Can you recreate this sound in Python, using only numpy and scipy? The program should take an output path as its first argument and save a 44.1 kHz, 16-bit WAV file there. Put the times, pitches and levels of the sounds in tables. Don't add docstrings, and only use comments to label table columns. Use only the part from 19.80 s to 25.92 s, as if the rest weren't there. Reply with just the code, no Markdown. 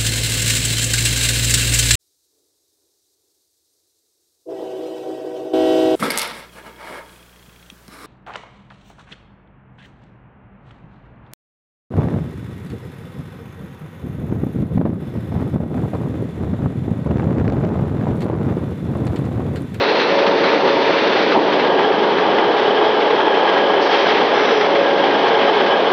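import sys
import numpy as np
from scipy import signal
from scipy.fft import rfft, irfft
from scipy.io import wavfile
from scipy.ndimage import uniform_filter1d

SR = 44100
rng = np.random.default_rng(int(sys.argv[2]) if len(sys.argv) > 2 else 0)


def transcribe(u):
    v = np.clip(np.atleast_2d(u).T, -1, 1)
    q = np.round(v * 32767).astype(np.int16)
    wavfile.write(sys.argv[1], SR, q)


N = 269892
TIME_S = np.arange(N) / SR
BINS_HZ = np.maximum(np.arange(N // 2 + 1) * SR / N, 1)

# f/Hz, level/dB
RUMBLE_SPECTRUM = [(20, -46), (45, -53), (95, -32), (135, -20.5), (180, -10.5), (250, -7.5), (340, -2),
                   (450, -1.5), (560, -0.5), (700, -4.5), (800, -4.5), (930, -2.5), (1240, -15),
                   (1500, -16), (2200, -71)]
# t/s, lift/dB
BASS_LIFT = [(0, 2), (.8, 2.5), (2.2, 3), (3.6, -2.5), (4.4, -.5), (6.1, 0.5)]
# f/Hz, width/Hz, lift/dB
HOUSING_MODES = [(88, 12, 2.5), (120.5, 3.8, 8), (291, 16, 3.5), (385, 44, 4), (462, 71, 4), (650, 15, 2)]

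# f/Hz, level/dB
HISS_SPECTRUM = [(700, -39.5), (1100, -2), (1400, -2), (1750, 0), (2350, -2.5), (3150, -6), (3460, -5.5),
                 (4300, -12), (5950, -26), (7000, -51.5), (9000, -80)]
JET_SPECTRUM = [(2800, -18), (3600, -2), (4350, 0), (4800, -5), (5400, -11), (6100, -18.5), (6900, -34.5)]
PUFF_SPECTRUM = [(3000, -19), (4100, 4.5), (5200, 4), (6100, -8), (6900, -27.5), (9000, -68)]
# start/s, end/s, lift/dB
FLOW_SURGES = [(-.1, .48, 3.5), (.53, 1.1, 1.5), (.61, .77, 2), (.86, .92, 1), (1.06, 1.56, 4.5),
               (1.75, 1.87, 3.5), (2.8, 3.02, 0), (3.27, 3.43, 0.5), (3.6, 3.83, 1.5), (4.1, 4.44, 4.5),
               (4.54, 4.82, 1.5), (5.25, 5.88, 1.5)]
# t/s, level/dB, t60/s, rise/s
VENT_PUFFS = [(4.015, -34, 1.6, 0.003), (4.14, -41, 1.4, 0.027)]

# start/s, end/s, lift/dB
WHINE_LIFTS = [(.28, .5, 12), (.5, 1.2, 8), (3.75, 4.3, 7.5), (4.85, 5.32, 9), (5.48, 5.85, 7.5)]
# t/s, level/dB
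NOTE_ENVELOPE = [(1.7, -46), (2.0, -25), (2.65, -26.5), (3.05, -19.5), (3.55, -32), (4.0, -25),
                 (4.35, -31.5), (4.8, -20.5), (5.05, -30.5), (5.55, -30), (5.85, -33)]
# start/s, end/s, f/Hz, wander/Hz, level/dB
MOTOR_HUMS = [(0, 1.405, 445, 1.24, -26.5), (0.402, 1.04, 910, 3.5, -28.5), (1.615, 2.303, 393.6, 15, -26),
              (2.395, 3.895, 847.6, 24, -27.5), (3.7, 6.6, 821, 2.04, -35.5)]

# f/Hz, wander/Hz, level/dB
WRENCH_MODES = [(2665, 5, 3.5), (3415, 22, -5), (3854, 8, -2), (4027, 12, -5), (4165, 16, -1),
                (4218, 11, 1)]
SCREW_MODES = [(3343, 14, -5), (3553, 9, 0)]
WRENCH_OTHER_SPOT_MODES = [(1730, 30, 2), (1900, 26, 1), (2105, 20, 4), (2666, 7, .5), (5023, 24, -9), (5109, 13, -3.5),
                           (5290, 26, -10), (5332, 26, -9), (5696, 20, -10), (5738, 18, -11), (5911, 13, -10),
                           (5990, 26, -17)]
# t/s, level/dB, treble/dB
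LOUD_KNOCKS = [(0.2144, -4.5, 2.5), (0.388, -9, 4), (0.4647, -3.5, 0), (0.6386, -6.5, 0), (0.729, -9.5, 3),
               (0.875, -6.5, 1), (1.319, -16, 3), (1.4124, -9, -5), (1.518, -4, 0.5), (1.792, -8, -3),
               (1.988, -7.5, -10), (2.383, -6, -6), (2.583, -6, -4), (3.054, -18.5, 3), (3.304, -7, -2),
               (3.4, -5, -7), (3.48, -7, -9), (3.775, -5.5, -5), (4.808, -3, -5), (4.847, -8, -11),
               (4.95, -6, -8), (5.239, -8.5, 2), (5.48, -9, 2), (5.6475, -11, -3), (5.862, -9, 0)]
# start/s, end/s, level/dB
SCRAPE_STROKES = [(0.616, 0.743, -28), (1.11, 1.18, -27), (2.72, 2.91, -28.5), (4.203, 4.424, -30),
                  (4.55, 4.732, -23)]
# f/Hz, level/dB
KNOCK_SPECTRUM = [(500, -30), (1200, 12.5), (2500, 4), (4000, 0.5), (6000, -16.5), (7000, -40)]
SCRAPE_SPECTRUM = [(700, -28), (1200, 4), (1900, -3), (2700, -10.5), (3800, -7), (4800, -22.5),
                   (6000, -28.5), (7000, -57.5)]

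# t/s, level/dB
PART_BOUNCES = [(1.553, -3), (1.5615, -.5), (1.5745, -1.5), (1.589, -2)]
# f/Hz, level/dB, t60/s
BENCH_MODES = [(245, -15, .09), (306, -7.5, .12), (398, -11, .09), (590, -10, .04), (655, -4, .045),
               (750, -9, .03), (822, -6, .04), (885, -6, .05), (928, -11, .04)]
# f/Hz, level/dB
TAIL_SPECTRUM = [(40, -29), (150, -21.5), (310, 6), (520, -10), (680, 4), (930, 1), (1080, -20),
                 (2000, -44), (6000, -80)]

# t/s, level/dB
LOAD_ENVELOPE = [(0, -43), (1.5, -27.5), (2.0, -22), (2.8, -20), (4.1, -19), (4.75, -22.5), (5.4, -18),
                 (6.12, -19)]
# f/Hz, width/Hz, level/dB
FRAME_MODES = [(426, 75, -2), (693, 77, -5.5), (810, 130, -2.5), (1110, 390, -12), (1634, 100, -9),
               (3050, 200, -14.5), (3285, 240, -15.5), (5130, 290, -32.5)]
# start/s, end/s, f/Hz, level/dB
FRICTION_NOTES = [(3.2, 3.5, 3276, -37), (3.37, 3.947, 1664, -32.5), (3.5, 3.82, 3170, -35.5),
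                  (4.11, 4.21, 3190, -30), (5.003, 5.396, 1613, -34)]


def from_db(db):
    return 10 ** (np.asarray(db) / 20)


def unit_rms(x):
    return x / np.sqrt(np.mean(x ** 2) + 1e-20)


def curve(points):
    return np.interp(TIME_S, *np.transpose(points))


def colour(spectrum):
    hz, db = np.transpose(spectrum)
    return from_db(np.interp(np.log(BINS_HZ), np.log(hz), db))


def bell(hz, half_width_hz):
    return 1 / (1 + ((BINS_HZ - hz) / half_width_hz) ** 2)


def filtered(x, gain):
    return irfft(rfft(x) * gain, N)


def noise(gain):
    return unit_rms(filtered(rng.standard_normal(N), gain))


def drift(rate_hz):
    return noise(bell(0, rate_hz))


def ramp(start_s, length_s, top=1):
    return np.clip((TIME_S - start_s) / length_s, 0, top)


def gate(start_s, end_s, edge_s):
    return np.clip(np.minimum(TIME_S - start_s, end_s - TIME_S) / edge_s + .5, 0, 1)


def swells_db(events, edge_s):
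    return sum(db * gate(start_s, end_s, edge_s) for start_s, end_s, db in events)


def decay(start_s, t60_s, rise_s):
    age_s = np.maximum(TIME_S - start_s, 0)
    return (1 - np.exp(-age_s / rise_s)) * from_db(-60 * ramp(start_s, t60_s, top=3))


def tone(hz, wander_hz, level_db, waver_db, rate_hz):
    phase = 2 * np.pi * np.cumsum(hz + wander_hz * drift(rate_hz)) / SR
    return np.sqrt(2) * np.sin(phase) * from_db(level_db + waver_db * drift(rate_hz))


def rumble(level_db=-16.5, sag_db_per_s=.06, flutter_db=.5, bass_hz=250):
    housing_db = sum(db * bell(hz, width_hz / 2) for hz, width_hz, db in HOUSING_MODES)
    roar = noise(colour(RUMBLE_SPECTRUM) * from_db(housing_db))
    bass = filtered(roar, 1 / (1 + (BINS_HZ / bass_hz) ** 8))
    envelope = from_db(level_db - sag_db_per_s * TIME_S + flutter_db * drift(rate_hz=16))
    return envelope * (roar + (from_db(curve(BASS_LIFT)) - 1) * bass)


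def air(hiss_db=-26.5, creep_db_per_s=.2066, jet_db=-37.5, jet_drop_db=9, jet_follow=.61, sputter_db=1.1):
    surge_db = swells_db(FLOW_SURGES, edge_s=.13)
    hiss = from_db(hiss_db + creep_db_per_s * TIME_S + surge_db) * noise(colour(HISS_SPECTRUM))
    closing_db = jet_drop_db * ramp(start_s=1.36, length_s=1)
    jet = from_db(jet_db - closing_db + jet_follow * surge_db) * noise(colour(JET_SPECTRUM))
    venting = sum(from_db(db) * decay(t_s, t60_s, rise_s) for t_s, db, t60_s, rise_s in VENT_PUFFS)
    puffs = venting * noise(colour(PUFF_SPECTRUM))
    return (hiss + jet + puffs) * from_db(sputter_db * drift(rate_hz=35))


def motors(whine_hz=559.2, whine_db=-32, note_hz=425.4, wander_hz=.83):
    waver = dict(waver_db=1.15, rate_hz=14)
    whine = tone(whine_hz, wander_hz, whine_db + swells_db(WHINE_LIFTS, edge_s=.11), **waver)
    note = tone(note_hz, wander_hz, curve(NOTE_ENVELOPE), **waver)
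    hums = sum(gate(start_s, end_s, edge_s=.079) * tone(hz, hum_wander_hz, db, **waver)
               for start_s, end_s, hz, hum_wander_hz, db in MOTOR_HUMS)
    return whine + note + hums


def rubbed_steel(modes, start_s, end_s, level_db, t60_s, drop_db=0, rise_s=.0063, release_s=.053):
    fall_db = drop_db * ramp(end_s, release_s) + 60 * ramp(end_s, t60_s, top=3)
    ring = sum(tone(hz, wander_hz, db, waver_db=3, rate_hz=55) for hz, wander_hz, db in modes)
    return ramp(start_s, rise_s) * from_db(level_db - fall_db) * unit_rms(ring)


def clatter(gain_db=-10, t60_s=.088, treble_hz=3600, small_per_s=3.6, small_db=-22.5, spread_db=1.5):
    steel = noise(colour(KNOCK_SPECTRUM))
    treble = filtered(steel, 1 / (1 + (treble_hz / BINS_HZ) ** 8))
    gap_draws, level_draws = rng.random((60, 2)).T
    times_s = np.cumsum(-np.log(1 - gap_draws)) / small_per_s
    levels_db = small_db + spread_db * (1 - 2 * level_draws)
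    small = [(t_s, db, 0) for t_s, db in zip(times_s, levels_db) if t_s < N / SR]
    knocks = np.zeros(N)
    for t_s, db, treble_db in list(LOUD_KNOCKS) + small:
        contact = steel + (from_db(treble_db) - 1) * treble
        knocks += from_db(db + gain_db) * decay(t_s, t60_s, rise_s=.0006) * contact
    return knocks


def scraping(grain_db=3, grain_hz=90):
    strokes = sum(from_db(db) * gate(start_s, end_s, edge_s=.022) for start_s, end_s, db in SCRAPE_STROKES)
    rasp = noise(colour(SCRAPE_SPECTRUM)) * from_db(grain_db * drift(grain_hz))
    return strokes * unit_rms(rasp)


def thump(contact_s=.0008, contact_hz=1200, radiate_hz=260, tail_db=-16):
    bench = sum(from_db(db + mode_db) * decay(t_s, t60_s, contact_s)
                * np.sin(2 * np.pi * hz * (TIME_S - t_s))
                for t_s, db in PART_BOUNCES for hz, mode_db, t60_s in BENCH_MODES)
    band = signal.butter(2, [radiate_hz, contact_hz], "band", fs=SR, output="sos")
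    landing_s = PART_BOUNCES[0][0]
    tail = from_db(tail_db) * decay(landing_s, t60_s=.49, rise_s=.0024) * noise(colour(TAIL_SPECTRUM))
    return signal.sosfilt(band, bench) + tail


def loaded_machine(judder_db=2, judder_hz=32, radiate_hz=260):
    frame_power = sum((from_db(db) * bell(hz, width_hz / 1.7)) ** 2 for hz, width_hz, db in FRAME_MODES)
    radiation = 1 / (1 + (radiate_hz / BINS_HZ) ** 4)
    envelope = from_db(curve(LOAD_ENVELOPE) + judder_db * drift(judder_hz))
    return envelope * noise(np.sqrt(frame_power) * radiation)


def singing(wander_hz=18):
    return sum(gate(start_s, end_s, edge_s=.072) * tone(hz, wander_hz, db, waver_db=2.5, rate_hz=60)
               for start_s, end_s, hz, db in FRICTION_NOTES)


def limiter(x, ceiling_db=-11, window_s=.01, attack_hz=25, release_db_per_s=70):
    power = uniform_filter1d(x ** 2, int(window_s * SR))
    over_db = np.maximum(10 * np.log10(np.maximum(power, 1e-12)) - ceiling_db, 0)
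    recovery_db = release_db_per_s * TIME_S
    held_db = np.maximum.accumulate(over_db + recovery_db, axis=-1) - recovery_db
    smoothing = signal.butter(1, attack_hz, fs=SR, output="sos")
    return x * from_db(-signal.sosfilt(smoothing, held_db))


def scene():
    steel = clatter() + scraping()
    steel += rubbed_steel(WRENCH_MODES, start_s=0, end_s=.26, level_db=-30, t60_s=.3)
    steel += rubbed_steel(SCREW_MODES, start_s=.88, end_s=1.25, level_db=-38.5, t60_s=.5)
    steel += rubbed_steel(WRENCH_OTHER_SPOT_MODES, start_s=4.535, end_s=4.81, level_db=-31.5, t60_s=2.6, drop_db=6)
    return (rumble() + air() + loaded_machine() + singing() + motors() + thump() + steel)[None]


def record(dry):
    clip_level, cutoff_hz = 1.5, 7650
    rounded = clip_level * np.tanh(limiter(dry) / clip_level)
    return signal.sosfilt(signal.cheby2(16, 60, cutoff_hz, fs=SR, output="sos"), rounded)


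dry = scene()
out = record(dry)
transcribe(out)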